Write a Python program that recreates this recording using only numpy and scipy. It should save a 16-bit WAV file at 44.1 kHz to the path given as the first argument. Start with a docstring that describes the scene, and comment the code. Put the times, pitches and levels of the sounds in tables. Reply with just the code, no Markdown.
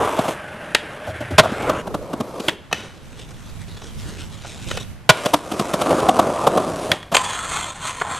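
"""Wheels roar over paving and knock across joints, tails snap and boards land hard in three skateboard tricks outdoors.
One board slides softly down a long handrail, the last grinds a ringing steel rail; air buffets the microphone.
Rolling and scraping are random grains that excite a resonant body; blows are short chatters of such grains.
Wind and open air are coloured noise, street echoes are sparse reflections, and the hardest blows overload the input."""
import sys
import numpy as np
from scipy import signal
from scipy.io import wavfile
from scipy.ndimage import map_coordinates

SR = 44100
rng = np.random.default_rng(int(sys.argv[2]) if len(sys.argv) > 2 else 0)


def transcribe(signal):
    """Save signal, clipped to [-1, 1], as a 16-bit WAV file at the path in sys.argv[1]."""
    frames = np.atleast_2d(signal).T
    limited = np.clip(frames, -1, 1)
    pcm = np.round(limited * 32767).astype(np.int16)
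    wavfile.write(sys.argv[1], SR, pcm)


N = 361179
TIME = np.arange(N) / SR

# rides over the path: on_s, off_s, roar_db, hiss_db, roar_trend_db_per_s, hiss_trend_db_per_s,
# surge_db (at touchdown), release_t60_s
PATH_RIDE = (5.11, 6, -31, -36.5, 6.5, 0.5, -2, 0.12)
PARK_RIDE = (5.86, 6.925, -16.2, -35.3, -10, -3.3, -2.5, 0.44)
# colour of a wheel knock: pitch_hz, level_db (relative, per hertz)
KNOCK_COLOUR = [(60, -26.5), (200, -3), (680, 3), (1270, -17.5), (2120, -23), (3320, -18.5), (4250, -26.5),
                (12800, -35)]
# resonances of wheels, trucks and handrail: pitch_hz, half_width_hz, level_db (relative)
WHEEL_MODES = [(325, 49, -7), (610, 40, -10), (1151, 200, -13)]
TRUCK_MODES = [(600, 40, 15), (1500, 40, 3)]
HANDRAIL_MODES = [(1430, 70, 5), (1820, 55, -1), (2580, 60, 0), (3000, 90, 1), (3840, 60, -3),
                  (5950, 150, -10)]


def rolling():
    """Rolling noise: surface roughness excites hard wheels, coloured by each kind of paving."""
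    # unbroken rides: on_s, off_s, roar_db, hiss_db, roar_trend_db_per_s, hiss_trend_db_per_s,
    # surge_db, release_t60_s
    sidewalk_ride = (0.0, 0.3185, -19.5, -36, -25.5, 4.5, 1.5, 0.1868)
    concrete_ride = (0.31, 1.385, -36.8, -44.3, 1, 3.5, 4, 0.03)
    roll_away_ride = (1.39, 1.815, -28.5, -40, 1, 0, 0, 0.03)
    ramp_ride = (1.82, 2.5, -32.5, -53, -0.5, 10, -2.5, 0.3051)
    # colour of each surface: pitch_hz, level_db (relative, per hertz)
    sidewalk_colour = [(90, -6), (180, -13), (450, -0.5), (950, -2.5), (1460, -12), (3480, -17.5),
                       (4450, -28), (7400, -24.5), (12800, -30.5)]
    concrete_colour = [(100, 0), (400, -1), (800, 0), (950, -4), (1300, -3), (1570, 3.5), (1950, -4),
                       (3300, -13), (4400, -24), (7300, -27), (10000, -24), (12800, -35)]
    roll_away_colour = [(130, 3), (440, -1), (620, 1), (950, -6), (1300, -3), (2000, -10), (3400, -14),
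                        (4300, -23), (9000, -24), (12800, -34)]
    ramp_colour = [(100, -15), (480, -4), (1300, -19.5), (1820, -32), (12800, -44.5)]
    path_colour = [(80, -4), (200, 1), (330, 5), (450, 3), (650, 6.5), (860, -2.5), (1150, -1.5),
                   (1930, -22.5), (5000, -29.5), (9500, -29.5), (12800, -42)]

    sidewalk = contact(sidewalk_ride, body(sidewalk_colour, WHEEL_MODES, -3), 4000, 1.4, 1.1, 1.8, burr_db=-6)
    concrete = contact(concrete_ride, body(concrete_colour, TRUCK_MODES, -9), 8000, 2, 1.2, 1.5, burr_db=-13)
    roll_away = contact(roll_away_ride, body(roll_away_colour), 6000, 2, 1.3, 2.5, burr_db=-10)
    ramp = contact(ramp_ride, body(ramp_colour), 5000, 1.56, 1.16, 2.5, burr_db=-12)
    path = sum(contact(run, body(path_colour, WHEEL_MODES, 0), 2200, 2.3, 1.3, 1.8, burr_db=-8)
               for run in (PATH_RIDE, PARK_RIDE))
    return sidewalk + concrete + roll_away + ramp + path


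def rails():
    """Friction excitation: a dry scrape along the handrail, then a metal truck that makes a steel tube sing."""
    # the two rides: on_s, off_s, roar_db, hiss_db, roar_trend_db_per_s, hiss_trend_db_per_s,
    # surge_db, release_t60_s
    slide_ride = (2.73, 4.818, -50.8, -53, 2.6, 3.6, 9, 0.12)
    grind_ride = (7.14, 9, -29.5, -32, -8.5, -5, 7, 0.03)
    # colour of each scrape: pitch_hz, level_db (relative, per hertz)
    slide_colour = [(210, -3), (450, -4), (650, -10), (1700, -13), (3700, -7.5), (4600, -15), (6000, -14),
                    (8600, -17.5), (12800, -35)]
    grind_colour = [(120, -8), (400, -8), (620, -2), (1030, 3.5), (1530, -1), (2900, -10), (3400, -7),
                    (4400, -13), (5300, -21), (6400, -10), (9000, -11), (10200, -22), (12800, -32)]

    scrape = contact(slide_ride, body(slide_colour, HANDRAIL_MODES, -17), 1500, 1.5, 2.3, 3.2,
                     burr_db=-6, width_hz=260, life_s=0.045)
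    grinding = contact(grind_ride, body(grind_colour, rail_modes(), 3.8), 2000, 1.6, 1.5, 3.3,
                       burr_db=-7, width_hz=55, life_s=0.07)
    return scrape + grinding


def rail_modes():
    """Modal damping: all modes of the steel tube share one width, so they die at about the same rate."""
    # modes of the steel tube: pitch_hz, level_db (relative)
    tube_modes = [(1040, 1), (1305, -5), (1820, -6), (2073, -8), (2444, -7), (3170, -6), (3408, -5),
                  (4274, -8.5), (6363, -11), (6643, -10), (7140, -8), (7515, -7), (8150, -6)]
    half_width_hz = 42
    return [(hz, half_width_hz, db) for hz, db in tube_modes]


def impacts():
    """Impact excitation: joints knock wheels, snaps crack the maple deck, trucks ring rails, landings slam."""
    # blow tables below: start_s, chatter_s, level_db (before weighting by chatter length),
    # thump_db and crack_db (both re level)
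    # short wheel bumps, a rattle after the first landing, and a wheel touching before the grind
    bumps = [(0.1895, 0.002, -4.5, -3, -21), (0.252, 0.0062, -18.5, -4.5, -20),
             (1.429, 0.045, -19, -9.5, -16), (1.515, 0.0133, -30, 10, -10), (1.62, 0.015, -27, 3, -9),
             (1.694, 0.011, -9, -6, -14), (5.535, 0.014, -25, 3, -12), (5.61, 0.005, -26, 11, -5.5),
             (5.906, 0.0061, -9.5, -6, -14.5), (6.001, 0.005, -16, 0, -11), (7.116, 0.0269, -19, -4, -11)]
    # wheels knocking on the wall make the trucks hum
    wall_touches = [(1.064, 0.06, -26, -6, -15), (1.203, 0.022, -21.5, -3, -16),
                    (1.305, 0.03, -24.5, 1, -14)]
    # tail snapping on the ground, deck clattering, shoe catching it
    clacks = [(0.7475, 0.00535, -9.5, -31, 5), (2.483, 0.0033, -12, -10, 4.5),
              (2.49, 0.008, -24, -11.5, 6.5), (6.916, 0.0038, -9.5, -7, 4.5), (7.028, 0.0033, -33, -6.5, 2)]
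    # the board clanking on the long handrail
    handrail_knocks = [(2.712, 0.011, -30, -10, -6), (2.7272, 0.0036, -12, -8, 2),
                       (3.818, 0.0073, -35, -7.5, -4), (4.447, 0.0144, -33, -10, -11),
                       (4.712, 0.005, -20.5, -12, 1), (4.772, 0.0063, -23, -7, 0)]
    # the metal truck striking the steel rail
    strikes = [(7.145, 0.015, -11, -23.5, 1), (7.167, 0.00377, -9.5, -20, 4.5),
               (8.013, 0.014, -16.5, -15, -10)]
    # board and rider coming down
    landings = [(1.380, 0.026, -0.5, -8, -3.5), (5.0915, 0.013, 1.5, -9, 0)]
    # colour of snaps and of landings: pitch_hz, level_db (relative, per hertz)
    clack_colour = [(100, -3), (1050, 2), (3210, -1), (5670, -18), (7240, -17.5), (12800, -28)]
    landing_colour = [(60, -24.5), (110, 7), (480, 4.5), (1480, -4), (2100, -9), (3320, -13),
                      (12800, -33.5)]
    # resonances of the free and the loaded deck: pitch_hz, half_width_hz, level_db (relative)
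    deck_modes = [(1875, 78.5, 6), (2760, 49, -7), (3344, 64, 0), (3730, 77, -3.5)]
    loaded_deck_modes = [(630, 80, 9), (1010, 75, 6), (1480, 90, 2), (3330, 280, -11)]

    wheel = body(KNOCK_COLOUR, WHEEL_MODES, 7.9)
    trucks = body(KNOCK_COLOUR, TRUCK_MODES)
    deck = body(clack_colour, deck_modes, 2.5)
    handrail = body(landing_colour, HANDRAIL_MODES, -1.5)
    steel_rail = body(clack_colour, rail_modes(), 2.7)
    loaded_deck = body(landing_colour, loaded_deck_modes)
    return (blows(axle_knocks(), wheel, 0.003, -19, 0.022, rise=0.4)
            + blows(bumps, wheel, 0.0035, -20, 0.019, rise=0.13)
            + blows(wall_touches, trucks, 0.008, -25, 0.02, rise=0.13)
            + blows(clacks, deck, 0.00217, -20, 0.033, rise=0.13)
            + blows(handrail_knocks, handrail, 0.0015, -19.5, 0.075, rise=0.13)
            + blows(strikes, steel_rail, 0.0012, -17, 0.0256, rise=0.13)
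            + blows(landings, loaded_deck, 0.0045, -31, 0.065, rise=0.12))


def axle_knocks():
    """Travel delay: every joint knocks twice, the rear axle later by wheelbase over speed."""
    # paving joints under the front wheels: start_s, speed_m_per_s, level_db (before weighting by
    # chatter length), rear_db (re front), thump_db and crack_db (both re level)
    joints = [(0.186, 3.85, -14, -1, -2, -14), (1.868, 5.0, -22.5, 6, -2, -15),
              (2.129, 5.0, -19.8, 2.5, 1.5, -14.5), (2.395, 4.3, -25, 3.5, 3, -7),
              (5.255, 4.56, -12, 6, -4, -8.5), (5.513, 4.6, -22, 5.5, 1, -6),
              (5.733, 4.6, -13, 0, -4, -9.5), (6.084, 3.45, -3.5, -0.5, -4.5, -15),
              (6.466, 3.45, -5.5, -4.5, -7.5, -14.5)]
    wheelbase_m, chatter_s = 0.36, 0.015
    return [(s + axle * wheelbase_m / speed, chatter_s, db + axle * rear, thump, crack)
            for s, speed, db, rear, thump, crack in joints for axle in (0, 1)]


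def pebbles():
    """Sparse impact noise: loose grains on the path tick under the wheels, harder as the roar grows."""
    out, response = np.zeros(N), body(KNOCK_COLOUR)
    for run in (PATH_RIDE, PARK_RIDE):
        t, roar, _ = ride(run)
        grains = grit(len(t), per_s=80, spread_db=2.0)
        ticks = signal.oaconvolve(grains, response)[:len(t)]
        add(out, t[0], unit(band(ticks, 1100, 2700, order=2)) * amp(roar - 19))
    return out


def wall():
    """Low-frequency resonance: wheels riding on the wall set it booming in uneven lumps."""
    # the ride on the wall: on_s, off_s, level_db
    wall_ride = (1.0985, 1.385, -36)
    # the boom swells as the rider pushes off: centre_s, half_width_s, level_db (added)
    push_off = (1.343, 0.04, 17)
    on, off, db = wall_ride
    push_s, width, push_db = push_off
    boom = unit(band(rng.standard_normal(N), 82, 126, order=3)) * amp(3.33 * wander(N, 24.7))
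    riding = np.interp(TIME, [on - .05, on, off, off + .05], [0, 1, 1, 0])
    return boom * riding * amp(db + push_db * bell(TIME, push_s, width))


def contact(run, response, per_s, spread_db, flutter_db, drift_db, burr_db, width_hz=200, life_s=0.06):
    """Roughness excitation: grains under a wheel or truck shake the board while the load flutters."""
    t, roar, hiss = ride(run)
    drive = grit(len(t), per_s, spread_db) * amp(flutter_db * wander(len(t), 90))
    drive = drift(drive, drift_db, width_hz, life_s)
    # pebbles and burrs tick on their own, mostly in the treble
    burrs = amp(burr_db) * grit(len(t), per_s=70, spread_db=2.2)
    shaken, ticks = (signal.oaconvolve(x, response)[:len(t)] for x in (drive, burrs))
    low = unit(band(shaken + 0.55 * ticks, 64.2, 1567, order=4)) * amp(roar)
    high = unit(band(shaken + ticks, 2020, 19500, order=4)) * amp(hiss)
    fade_in = np.clip((t - t[0]) / .002, 0, 1)
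    fade_out = np.clip((t[-1] - t) / .012, 0, 1)
    out = np.zeros(N)
    add(out, t[0], (low + high) * fade_in * fade_out)
    return out


def ride(run):
    """Contact load sets level: times, roar and hiss in dB from a surge, a trend, shifts of weight and a release."""
    # the rider's weight bears down on the board or lifts off it:
    # centre_s, half_width_s, roar_db (added), hiss_db (added)
    leans = [(1.69, 0.08, 6.5, 3), (2.47, 0.067, 1.5, 7), (5.45, 0.0863, -7, -6.5), (6.55, 0.1, 2, 0.5),
             (6.88, 0.1, -2.5, 2), (2.83, 0.08, 9, 3), (3.0, 0.116, -1, -5), (3.21, 0.038, 5, 7),
             (3.85, 0.035, 7.5, 8), (4.0, 0.0235, 6, 11), (4.205, 0.03, 2.5, 5), (4.1, 0.059, 9, 6.5),
             (4.21, 0.03, 3.5, 4), (4.5, 0.05, -1, 6), (4.75, 0.15, 5, 8.5), (7.57, 0.0746, 6, 7.5),
             (7.76, 0.051, -6, -6.5), (7.875, 0.0366, 6.5, 8), (8.06, 0.051, 7, -3.5),
             (8.141, 0.0437, 12.5, 6)]
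    settle_s = 0.1178  # the surge dies away as the knees absorb a touchdown
    on, off, roar, hiss, roar_trend, hiss_trend, surge, release = run
    t = np.arange(max(on, 0), off + release / 2, 1 / SR)
    load = surge * np.exp(-(t - on) / settle_s) - 60 * np.maximum(t - off, 0) / release
    roar = roar + roar_trend * (t - on) + load
    hiss = hiss + hiss_trend * (t - on) + load
    for s, width, more_roar, more_hiss in leans:
        if on < s < off:
            lean = bell(t, s, width)
            roar, hiss = roar + more_roar * lean, hiss + more_hiss * lean
    return t, roar, hiss


def drift(x, depth_db, width_hz, life_s):
    """Time-varying response: resonances swell and shift as the contact point and the rider's weight move."""
    hz, t, spectrum = signal.stft(x, SR, nperseg=1024, noverlap=768)
    where = np.meshgrid(hz / max(width_hz, 40), t / max(life_s, .02), indexing="ij")
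    patches = map_coordinates(rng.standard_normal((600, 130)), where, order=1, mode="nearest")
    shaped = spectrum * amp(depth_db * unit(patches))
    return signal.istft(shaped, SR, nperseg=1024, noverlap=768)[1][:len(x)]


def blows(rows, response, settle_s, rattle_db, rattle_s, rise):
    """Impulsive forcing: each blow is a short chatter of contacts; then the loose hardware rattles itself out."""
    out, t = np.zeros(N), np.arange(SR // 3) / SR
    for s, length, db, thump, crack in rows:
        length = max(length, .001)
        onset = np.minimum(t / (rise * length), 1)
        force = onset * np.exp(-np.maximum(t - 0.699 * length, 0) / settle_s)
        force += amp(rattle_db) * np.exp(-t / rattle_s)
        ring = signal.fftconvolve(grit(len(t), 9000, 2.316) * force, response)[:len(t)]
        low = amp(thump) * unit(band(ring, 75, 365, order=2))
        middle = unit(band(ring, 328.2, 1700, order=2))
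        high = amp(crack) * unit(band(ring, 1760, 22400))
        # a longer chatter carries more energy
        add(out, s, (low + middle + high) * amp(db) * np.sqrt(length / t[-1]))
    return out


def grit(size, per_s, spread_db):
    """Random impulse train: tiny impacts of uneven size and either sign, scaled to rms 1."""
    chance, sign, heft = rng.random(size), rng.standard_normal(size), rng.exponential(1, size)
    return unit((chance < per_s / SR) * np.sign(sign) * amp(spread_db * np.minimum(heft, 4)))


def body(tone, modes=(), modes_db=0):
    """Minimum-phase impulse response to one tap: a broad colour with resonances standing out of it."""
    hz = np.fft.rfftfreq(8192, 1 / SR)
    f, db = np.transpose(tone)
    power = amp(np.interp(np.log(hz + 1), np.log(f + 1), db)) ** 2
    for centre, width, level in modes:
        power = power + amp(level + modes_db) ** 2 / (1 + ((hz - centre) / width) ** 2) ** 2
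    log_gain = np.log(np.r_[power, power[-2:0:-1]] + 1e-12) / 2
    # the Hilbert transform of log gain gives the phase of a causal response
    return np.fft.ifft(np.exp(np.conj(signal.hilbert(log_gain)))).real[:len(hz)]


def ports(x, lag):
    """Interaural-style delay: sound reaches one port a fraction of a sample early, which widens the treble."""
    return x + lag * np.gradient(x) * np.array([[1], [-1]])


def verges(x, level_db, t60):
    """Early scattering from railings and shrubs, opposite in sign on the two sides."""
    t = np.arange(SR // 10) / SR
    taps = band(rng.standard_normal(len(t)), 1920, 8600, order=1) * amp(-60 * t / t60)
    scatter = signal.oaconvolve(x, taps / np.linalg.norm(taps))[:N]
    return amp(level_db) * scatter * np.array([[1], [-1]])


def street(x, bass_t60, treble_t60):
    """Reverberation: scattered reflections from walls and ground; only their treble differs between the sides."""
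    t = np.arange(SR // 2) / SR
    sparse = rng.random((3, len(t))) < 2500 / SR
    taps = rng.standard_normal((3, len(t))) * sparse * (t > .004)
    bass = band(taps[2], 152, 3980) * amp(-60 * t / bass_t60)
    treble = 0.92 * band(taps[:2], 2800, 10800) * amp(-60 * t / treble_t60)
    tail = bass + treble
    return signal.oaconvolve(x[None], tail / np.linalg.norm(tail[0]), axes=1)[:, :N]


def wind():
    """Turbulent pressure: an eddy pushes on one port as it pulls on the other, more on the right."""
    # colour of the buffeting: pitch_hz, level_db (relative, per hertz)
    wind_colour = [(20, -1.5), (110, 2.5), (220, -4.5), (320, -23.5), (600, -35.5)]
    # gusts of air on the moving microphone: centre_s, half_width_s, level_db (before the side balance)
    gusts = [(1.68, 0.095, -39), (1.94, 0.118, -40), (3.5, 0.444, -40), (4.13, 0.22, -35),
             (4.72, 0.251, -34.5), (7.3, 1.2, -45)]
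    noise = signal.oaconvolve(rng.standard_normal((3, N)), body(wind_colour)[None], axes=1)[:, :N]
    eddies = noise[:2] + 0.424 * noise[2] * np.array([[1], [-1]])
    buffets = unit(eddies) * amp([[-.5], [4]])
    breeze = amp(-57.5)  # the air is never quite still
    strength = breeze + sum(amp(db) * bell(TIME, s, width) for s, width, db in gusts)
    return buffets * strength * amp(2.05 * wander(N, 12))


def air():
    """Diffuse ambient noise, partly shared by both sides: a faint distant wash of the street and trees."""
    # colour of the open air: pitch_hz, level_db (relative, per hertz)
    air_colour = [(30, -16.5), (100, -6.5), (400, -19.5), (1860, -26), (12800, -48)]
    noise = signal.oaconvolve(rng.standard_normal((3, N)), body(air_colour)[None], axes=1)[:, :N]
    return amp(-44.5) * unit(noise[2] + 0.74 * noise[:2])


def amp(db):
    """Decibel law: amplitude ratio of a level."""
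    return 10 ** (np.asarray(db) / 20)


def unit(x):
    """Normalization to rms 1."""
    return x / np.sqrt(np.mean(x ** 2) + 1e-20)


def add(mix, s, sound):
    """Superposition: adds a sound into the mix from time s, in place."""
    part = mix[round(s * SR):][:len(sound)]
    part += sound[:len(part)]


def band(x, lo, hi, order=3):
    """Band-pass filtering between two frequencies in Hz."""
    return signal.sosfilt(signal.butter(order, [lo, min(hi, .49 * SR)], "band", fs=SR, output="sos"), x)


def wander(size, per_s):
    """Slow random modulation of rms 1: chance values joined by straight lines."""
    knots = rng.standard_normal(int(size / SR * per_s) + 2)
    return unit(np.interp(np.arange(size) / SR * per_s, np.arange(len(knots)), knots))


def bell(t, centre, width):
    """Gaussian envelope: a smooth swell of height 1, down to 1/e at the half-width."""
    return np.exp(-((t - centre) / width) ** 2)


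def scene():
    """Superposition of the boards, their reflections, wind and open air."""
    board = rolling() + pebbles() + wall() + rails() + impacts()
    direct = ports(board, lag=0.07)
    early = verges(board, level_db=-23.5, t60=0.051)
    echoes = amp(-25.5) * street(board, bass_t60=0.706, treble_t60=0.236)
    return direct + early + echoes + wind() + air()


def record(dry):
    """Saturation and band limiting: mono outside the stereo stretch, then overload on the hardest blows."""
    # the middle stretch is heard in stereo: start_s, end_s
    stereo_span = (1.82, 5.86)
    stereo = (TIME > stereo_span[0]) & (TIME < stereo_span[1])
    picked_up = np.where(stereo, dry, dry.mean(0))
    clipped = picked_up / (1 + np.abs(picked_up) ** 5) ** (1 / 5)
    low_pass = signal.firwin(511, 13000, window=("kaiser", 8), fs=SR)  # cutoff in Hz
    return signal.oaconvolve(clipped, low_pass[None], "same")


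dry = scene()
out = record(dry)
transcribe(out)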